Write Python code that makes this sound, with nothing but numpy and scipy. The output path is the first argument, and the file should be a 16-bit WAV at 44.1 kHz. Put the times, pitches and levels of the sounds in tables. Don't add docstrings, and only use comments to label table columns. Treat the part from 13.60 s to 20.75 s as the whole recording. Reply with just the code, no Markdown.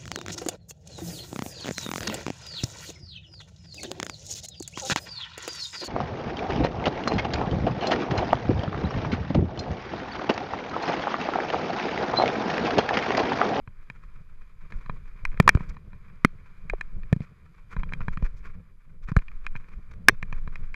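import sys
import numpy as np
from scipy import signal
from scipy.fft import rfft, irfft
from scipy.io import wavfile

SR = 44100
rng = np.random.default_rng(int(sys.argv[2]) if len(sys.argv) > 2 else 0)


def master_out(mix):
    frames = np.transpose(np.atleast_2d(mix))
    ceiling = np.clip(frames, -1, 1)
    pcm = np.round(ceiling * 32767).astype(np.int16)
    wavfile.write(sys.argv[1], SR, pcm)


N = 315315

# (t/s, thud level/dB, bracket clonk level/dB, shell clack level/dB, clack centre f/Hz)
KNOCKS = [(0.075, -35.5, -55, -37, 1280), (0.3, -37.5, -43, -27.5, 1890), (1.122, -41, -46, -31.5, 2430),
          (1.261, -45, -83, -36.5, 1240), (1.2961, -25.5, -35.5, -21.5, 1020),
          (1.6517, -58, -52, -14, 1920), (1.7427, -33.5, -43, -42, 1460), (1.774, -57, -46, -35.5, 1510),
          (1.8, -2.5, -8.5, -1, 1525), (1.8775, -25, -13, 6.5, 1254), (1.891, -22, -16, 7, 1770),
          (1.9499, -9.5, -27, -23.5, 1150), (1.972, -35, -22, -28.5, 970), (2.0064, -25, -55, -36.5, 1190),
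          (2.1672, -40.5, -58.5, -37, 1013), (2.3314, -41.5, -56.5, -40.5, 1070),
          (2.6479, -4, -9, 1.5, 1724), (3.0982, -41, -40.5, -22, 1926), (3.1355, -52, -14.5, -41, 940),
          (3.2104, -50, -40, -20.5, 1780), (3.4329, -52.5, -54.5, -42.5, 1880),
          (3.5275, -5.5, -15, -20.5, 1700), (3.563, -18.5, -60, -47, 1410),
          (3.605, -20, -37.5, -43.5, 2420), (3.6189, -32, -56, -48, 2470), (4.1651, -25.5, -35, -24, 1225),
          (4.233, -31, -51.5, -25, 1110), (4.3224, -34, -40, -27, 1320), (4.3347, -29.5, -43, -21.5, 2370),
          (4.406, -27.5, -39, -27, 1100), (4.4821, -20.5, -32, -20, 1210),
          (4.5729, -24.5, -48, -26.5, 1310), (4.6251, -20.5, -34, -36.5, 1030),
          (5.486, -30.5, -49, -32, 1316), (5.5174, -17, -56, -33, 1190), (5.5652, -10.5, -19.5, -12, 1460),
          (5.589, -46, -37, -33.5, 2000), (5.6829, -49, -58.5, -39.5, 2400),
          (5.8656, -43.5, -61, -22, 1880), (5.9538, -32, -50, -31.5, 1325),
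          (5.9619, -42.5, -53, -30.5, 2430), (6.4846, -13, -11.5, 14.5, 1683),
          (6.493, -34.5, -12, -7, 1640), (6.6274, -27, -33.5, -26, 1766), (6.7265, -31, -42.5, -26.5, 1525),
          (6.8754, -30.5, -42, -31.5, 1360), (6.9563, -56, -51.5, -28.5, 2060),
          (7.1425, -48, -48.5, -26.5, 2146)]
# (f/Hz, relative level/dB, time to fade by 60 dB/s)
MOUNT_MODES = [(169, -27, 0.097)]
BRACKET_MODES = [(387, -2.9, .022), (650, 0, 0.0072)]
SHELL_MODES = [(995, -3.5, 0.017), (1249, -1, 0.0087), (1642, -2, 0.011), (1828, -4.5, .016),
               (2123, -6, 0.013), (2422, -2, .02), (3227, -23, 0.04), (3950, -17.5, 0.021),
               (5080, -23.5, 0.0047)]
METAL_MODES = [(2191, -47.5, 0.16), (2590, -51.5, 0.22), (3620, -58, 0.18), (4250, -50, 0.13),
               (5220, -57, 0.11), (5950, -57, .1)]
# (clack level/dB, thud f/Hz)
THUD_PITCH = [(-12.5, 140), (-2.5, 120), (3, 260)]
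# (t/s, peak level before the air leaks/dB, half width/s)
BUMPS = [(1.158, -16, 0.0062), (1.691, -6, 0.013), (1.953, -2, 0.0012), (2.091, -17, 0.005),
         (3.128, -11.5, 0.0069), (4.185, -9, 0.0066), (4.515, -15.5, 0.0055), (4.635, -6, 0.0049),
         (5.454, -18.5, 0.0057), (5.5704, -2.5, 0.0026), (5.902, -7, 0.019), (6.171, -20, 0.0044),
         (6.754, -7, 0.012)]
# (t/s, relative buffeting level/dB, relative rumble level/dB)
WIND_LEVELS = [(0.0, -56.5, -58.5), (0.46, -47.5, -59.5), (0.92, -53, -63), (1.13, -46, -52),
               (1.57, -45.5, -61), (1.79, -42.5, -48.5), (1.93, -39.5, -46), (2.13, -51.5, -53.5),
               (2.87, -53.5, -58), (3.29, -40.5, -54.5), (3.46, -42.5, -49.5), (3.68, -63.5, -52),
               (3.98, -55.5, -60), (4.28, -40, -48), (4.52, -38.5, -45.5), (4.76, -42, -54.5),
               (5.22, -58.5, -62), (5.63, -42, -60.5), (6.13, -50, -51.5), (6.31, -48, -51),
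               (6.81, -39, -51), (7.15, -44, -58.5)]
# (t/s, half length/s, crunch level/dB, grit level/dB)
SCUFFS = [(1.108, .004, -52.5, -72), (1.167, .007, -59, -72), (1.826, 0.003, -48, -63),
          (2.096, 0.0041, -71, -58.5), (3.63, 0.013, -55.5, -70.5), (4.126, 0.014, -48, -70.5),
          (4.197, 0.0073, -47.5, -76), (4.417, 0.0036, -42.5, -78), (4.433, .003, -48.5, -71),
          (4.532, 0.0091, -50, -70), (4.657, 0.01, -44, -66.5), (4.782, 0.012, -68, -70.5),
          (4.862, 0.012, -48, -72.5), (5.439, 0.0087, -60, -72), (5.492, 0.0098, -44.5, -70),
          (5.717, 0.0018, -48, -81), (5.973, 0.0037, -52, -69), (5.849, 0.0048, -52.5, -78),
          (6.088, 0.0055, -56, -79), (6.132, 0.0089, -53.5, -79), (6.316, .004, -52, -69),
          (6.338, 0.0023, -51.5, -69)]
# (t/s, level/dB)
TRAIL_LEVELS = [(0.0, -68.5), (0.36, -65), (1.02, -65.5), (1.19, -60.5), (1.57, -62.5), (1.85, -61),
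                (1.97, -55.5), (2.25, -66), (3.46, -63), (3.74, -67.5), (4.04, -66), (4.34, -61),
                (4.48, -62), (4.62, -63), (5.16, -72.5), (5.46, -72), (5.61, -63), (6.45, -67.5),
                (6.83, -62.5), (7.15, -64.5)]
# (f/Hz, relative level/dB)
BUFFET_SPECTRUM = [(10, -0.5), (15, 6.5), (22, -4.5), (35, -11), (55, -21), (80, -39), (130, -59.5)]
RUMBLE_SPECTRUM = [(35, -12), (65, 3.5), (120, -3), (180, -3.5), (240, -18), (310, -25.5), (480, -23),
                   (800, -38.5)]
ROLL_SPECTRUM = [(200, -10.5), (330, -5), (480, -6), (650, -13.5), (830, -13), (1030, 0), (1300, -0.5),
                 (1700, -3.5), (2050, -6.5), (2400, -0.5), (2750, -21), (3300, -23), (6000, -38)]
GRIT_SPECTRUM = [(2000, -12.5), (3000, 2), (4000, -0.5), (4500, -4), (4850, 1.5), (5400, -8.5),
                 (6800, -5.5), (8500, -14.5), (12500, -14), (14500, -28)]
SCRAPE_SPECTRUM = [(2300, -21), (3200, 1.5), (4300, 4), (5500, 4), (7000, 0.5), (8800, -13), (12500, -13),
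                   (14500, -46)]
HISS_SPECTRUM = [(3000, -8.5), (7000, -2), (12500, 2.5), (13800, -15.5), (16000, -27.5)]


def knocks():
    out, t = np.zeros(N), np.arange(SR // 7) / SR
    for start, *settings in KNOCKS:
        add(out, start, knock(t, *settings))
    return out


def knock(t, thud_db, clonk_db, clack_db, centre_hz, rebound_db=-10.5, bright_hz=1600):
    dull_octaves = max(np.log2(bright_hz / centre_hz), 0)
    tick_db = max(clack_db - 16.5 - 28.5 * dull_octaves, -23 + 1.48 * thud_db)
    delay = round(rng.uniform(.0012, .0024) * SR)
    shell = clack(t, clack_db, centre_hz)
    rebound = np.pad(clack(t, clack_db + rebound_db, centre_hz), (delay, 0))[:len(t)]
    contact = tick(t, tick_db) + from_db(tick_db) * ring(METAL_MODES, t)
    clonk = from_db(clonk_db) * butter(ring(BRACKET_MODES, t, scatter_db=2.0), 2200, "low")
    thud_hz = np.interp(clack_db, *np.transpose(THUD_PITCH))
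    swing = from_db(thud_db) * thud(t, thud_hz)
    return shell + rebound + contact - clonk - swing


def clack(t, level_db, centre_hz):
    force = 2 ** ((level_db + 20) / 36)
    modes = []
    for hz, db, fade_s in SHELL_MODES:
        loss_db = force * min(16.5 * np.log2(hz / centre_hz) ** 2, 12.5)
        modes.append((hz, db - loss_db, fade_s / force ** .23))
    return from_db(level_db) * butter(ring(modes, t, scatter_db=3.0), 5500, "low")


def thud(t, hz, swell_cycles=.36):
    swell = t * hz / swell_cycles
    return swell * np.exp(1 - swell) * np.sin(2 * np.pi * hz * t) + ring(MOUNT_MODES, t)


def tick(t, level_db, rise_s=.00032, fade_s=.0092):
    top_hz = 6000 * 2 ** ((level_db + 49.5) / 31.5)
    burst = butter(rng.standard_normal(len(t)), 2700, "high")
    burst = butter(burst, top_hz, "low", order=3)
    burst = rms_one(butter(burst, 1800, "low", order=1))
    return burst * (1 - np.exp(-t / rise_s)) * from_db(level_db - 60 * t / fade_s)


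def ring(modes, t, scatter_db=4.0):
    offsets_db = scatter_db * rng.standard_normal(len(modes))
    tuning = 1 + .008 * rng.standard_normal(len(modes))
    out = np.zeros(len(t))
    for k, (hz, db, fade_s) in enumerate(modes):
        fade = from_db(db + offsets_db[k] - 60 * t / fade_s)
        out += (-1) ** k * fade * np.sin(2 * np.pi * hz * tuning[k] * t)
    return out


def bumps(leak_hz=23.59):
    t = np.arange(N) / SR
    shoves = sum(from_db(db) / np.cosh(np.minimum(np.abs(t - when) / width, 20))
                 for when, db, width in BUMPS)
    return butter(shoves, leak_hz, "high")


def wind(buffet_gain_db=10.5, rumble_gain_db=3):
    buffet_db, rumble_db = curves(WIND_LEVELS)
    shake_db = .47 * np.maximum(roughness(), 0)
    buffet = from_db(buffet_db + buffet_gain_db) * coloured(rng.standard_normal(N), BUFFET_SPECTRUM)
    rumble_gain = from_db(rumble_db + rumble_gain_db + shake_db + 4.5 * drift(18))
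    return buffet + rumble_gain * coloured(rng.standard_normal(N), RUMBLE_SPECTRUM)


def scuffs(spurts_per_s=5.0):
    t = np.arange(N) / SR
    crunch_power, grit_power = np.zeros(N), np.zeros(N)
    spurts = [(when, .0061 * (.5 + place), -57.5 + rough_db + size, -83 + rough_db + size)
              for when, rough_db, size, place in stones_met(spurts_per_s)]
    for when, half_s, crunch_db, grit_db in list(SCUFFS) + spurts:
        lead_s = 3 * half_s
        swell = np.exp(-((t[:int(2 * lead_s * SR) + 1] - lead_s) / half_s) ** 2)
        add(crunch_power, when - lead_s, swell * from_db(crunch_db) ** 2)
        add(grit_power, when - lead_s, swell * from_db(grit_db) ** 2)
    stones = grains(per_s=1100, spread_db=1.0)
    crunch = np.sqrt(crunch_power) * coloured(stones, ROLL_SPECTRUM)
    return crunch + np.sqrt(grit_power) * coloured(stones, SCRAPE_SPECTRUM)


def tyres(sway_db=1.8, patch_db=4.0):
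    rough_db = roughness()
    ground_db = sway_db * drift(10) + patch_db * np.maximum(drift(20) - .8, 0)
    crunch = rng.standard_normal(N) + .69 * grains(per_s=2700, spread_db=4.5)
    crackle = rng.standard_normal(N) + .59 * grains(per_s=590, spread_db=4.0)
    roll = from_db(-66 + rough_db + ground_db) * coloured(crunch, ROLL_SPECTRUM)
    grit = from_db(-80 + .75 * rough_db + .32 * ground_db) * coloured(crackle, GRIT_SPECTRUM)
    hiss = from_db(-88) * coloured(rng.standard_normal(N), HISS_SPECTRUM)
    return roll + grit + hiss


def rattles(usual_per_s=1.5, spread_db=4.5, low_hz=1050, high_hz=2400):
    out, t = np.zeros(N), np.arange(SR // 8) / SR
    for start, rough_db, size, place in stones_met(usual_per_s):
        strength_db = rough_db + spread_db * size
        centre_hz = low_hz * (high_hz / low_hz) ** place
        shell = clack(t, strength_db - 51, centre_hz)
        swing = from_db(strength_db - 50) * thud(t, THUD_PITCH[0][1])
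        add(out, start, shell - swing)
    return out


def stones_met(usual_per_s, tries=200):
    when, luck, size, place = rng.random((tries, 4)).T
    rough_db = roughness()[(when * N).astype(int)]
    met = luck < usual_per_s * N / SR / tries * from_db(1.5 * rough_db)
    return np.column_stack([when * N / SR, rough_db, 2 * size - 1, place])[met]


def roughness(usual_db=-65):
    return curves(TRAIL_LEVELS)[0] - usual_db


def grains(per_s, spread_db):
    sizes = from_db(spread_db * np.minimum(rng.exponential(1, N), 4))
    return rms_one(sizes * rng.choice([-1, 1], N) * (rng.random(N) < per_s / SR))


def drift(hz):
    points = rng.standard_normal(int(2 * hz * N / SR) + 2)
    return rms_one(np.interp(np.arange(N) / SR * 2 * hz, np.arange(len(points)), points))


def coloured(x, spectrum):
    hz, db = np.transpose(spectrum)
    f = np.maximum(np.fft.rfftfreq(N, 1 / SR), 1)
    edges = np.minimum(f / hz[0], 1) ** 2 * np.minimum(hz[-1] / f, 1) ** 2
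    gain = from_db(np.interp(np.log(f), np.log(hz), db))
    return rms_one(irfft(rfft(x) * edges * gain, N))


def butter(x, hz, kind, order=2):
    return signal.sosfilt(signal.butter(order, np.clip(hz, 5, .45 * SR), kind, fs=SR, output="sos"), x)


def curves(rows):
    times, *columns = np.transpose(rows)
    return [np.interp(np.arange(N) / SR, times, column) for column in columns]


def from_db(db):
    return 10 ** (np.asarray(db) / 20)


def rms_one(x):
    return x / np.sqrt(np.mean(x ** 2) + 1e-20)


def add(out, start_s, sound):
    i = max(round(start_s * SR), 0)
    out[i:i + len(sound)] += sound[:max(N - i, 0)]


def scene():
    return (knocks() + bumps() + scuffs() + wind() + tyres() + rattles())[None]


def record(dry, limit=.93, cutoff_hz=16200):
    clipped = np.clip(dry, -limit, limit)
    return signal.sosfilt(signal.ellip(12, .1, 110, cutoff_hz, fs=SR, output="sos"), clipped)


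dry = scene()
out = record(dry)
master_out(out)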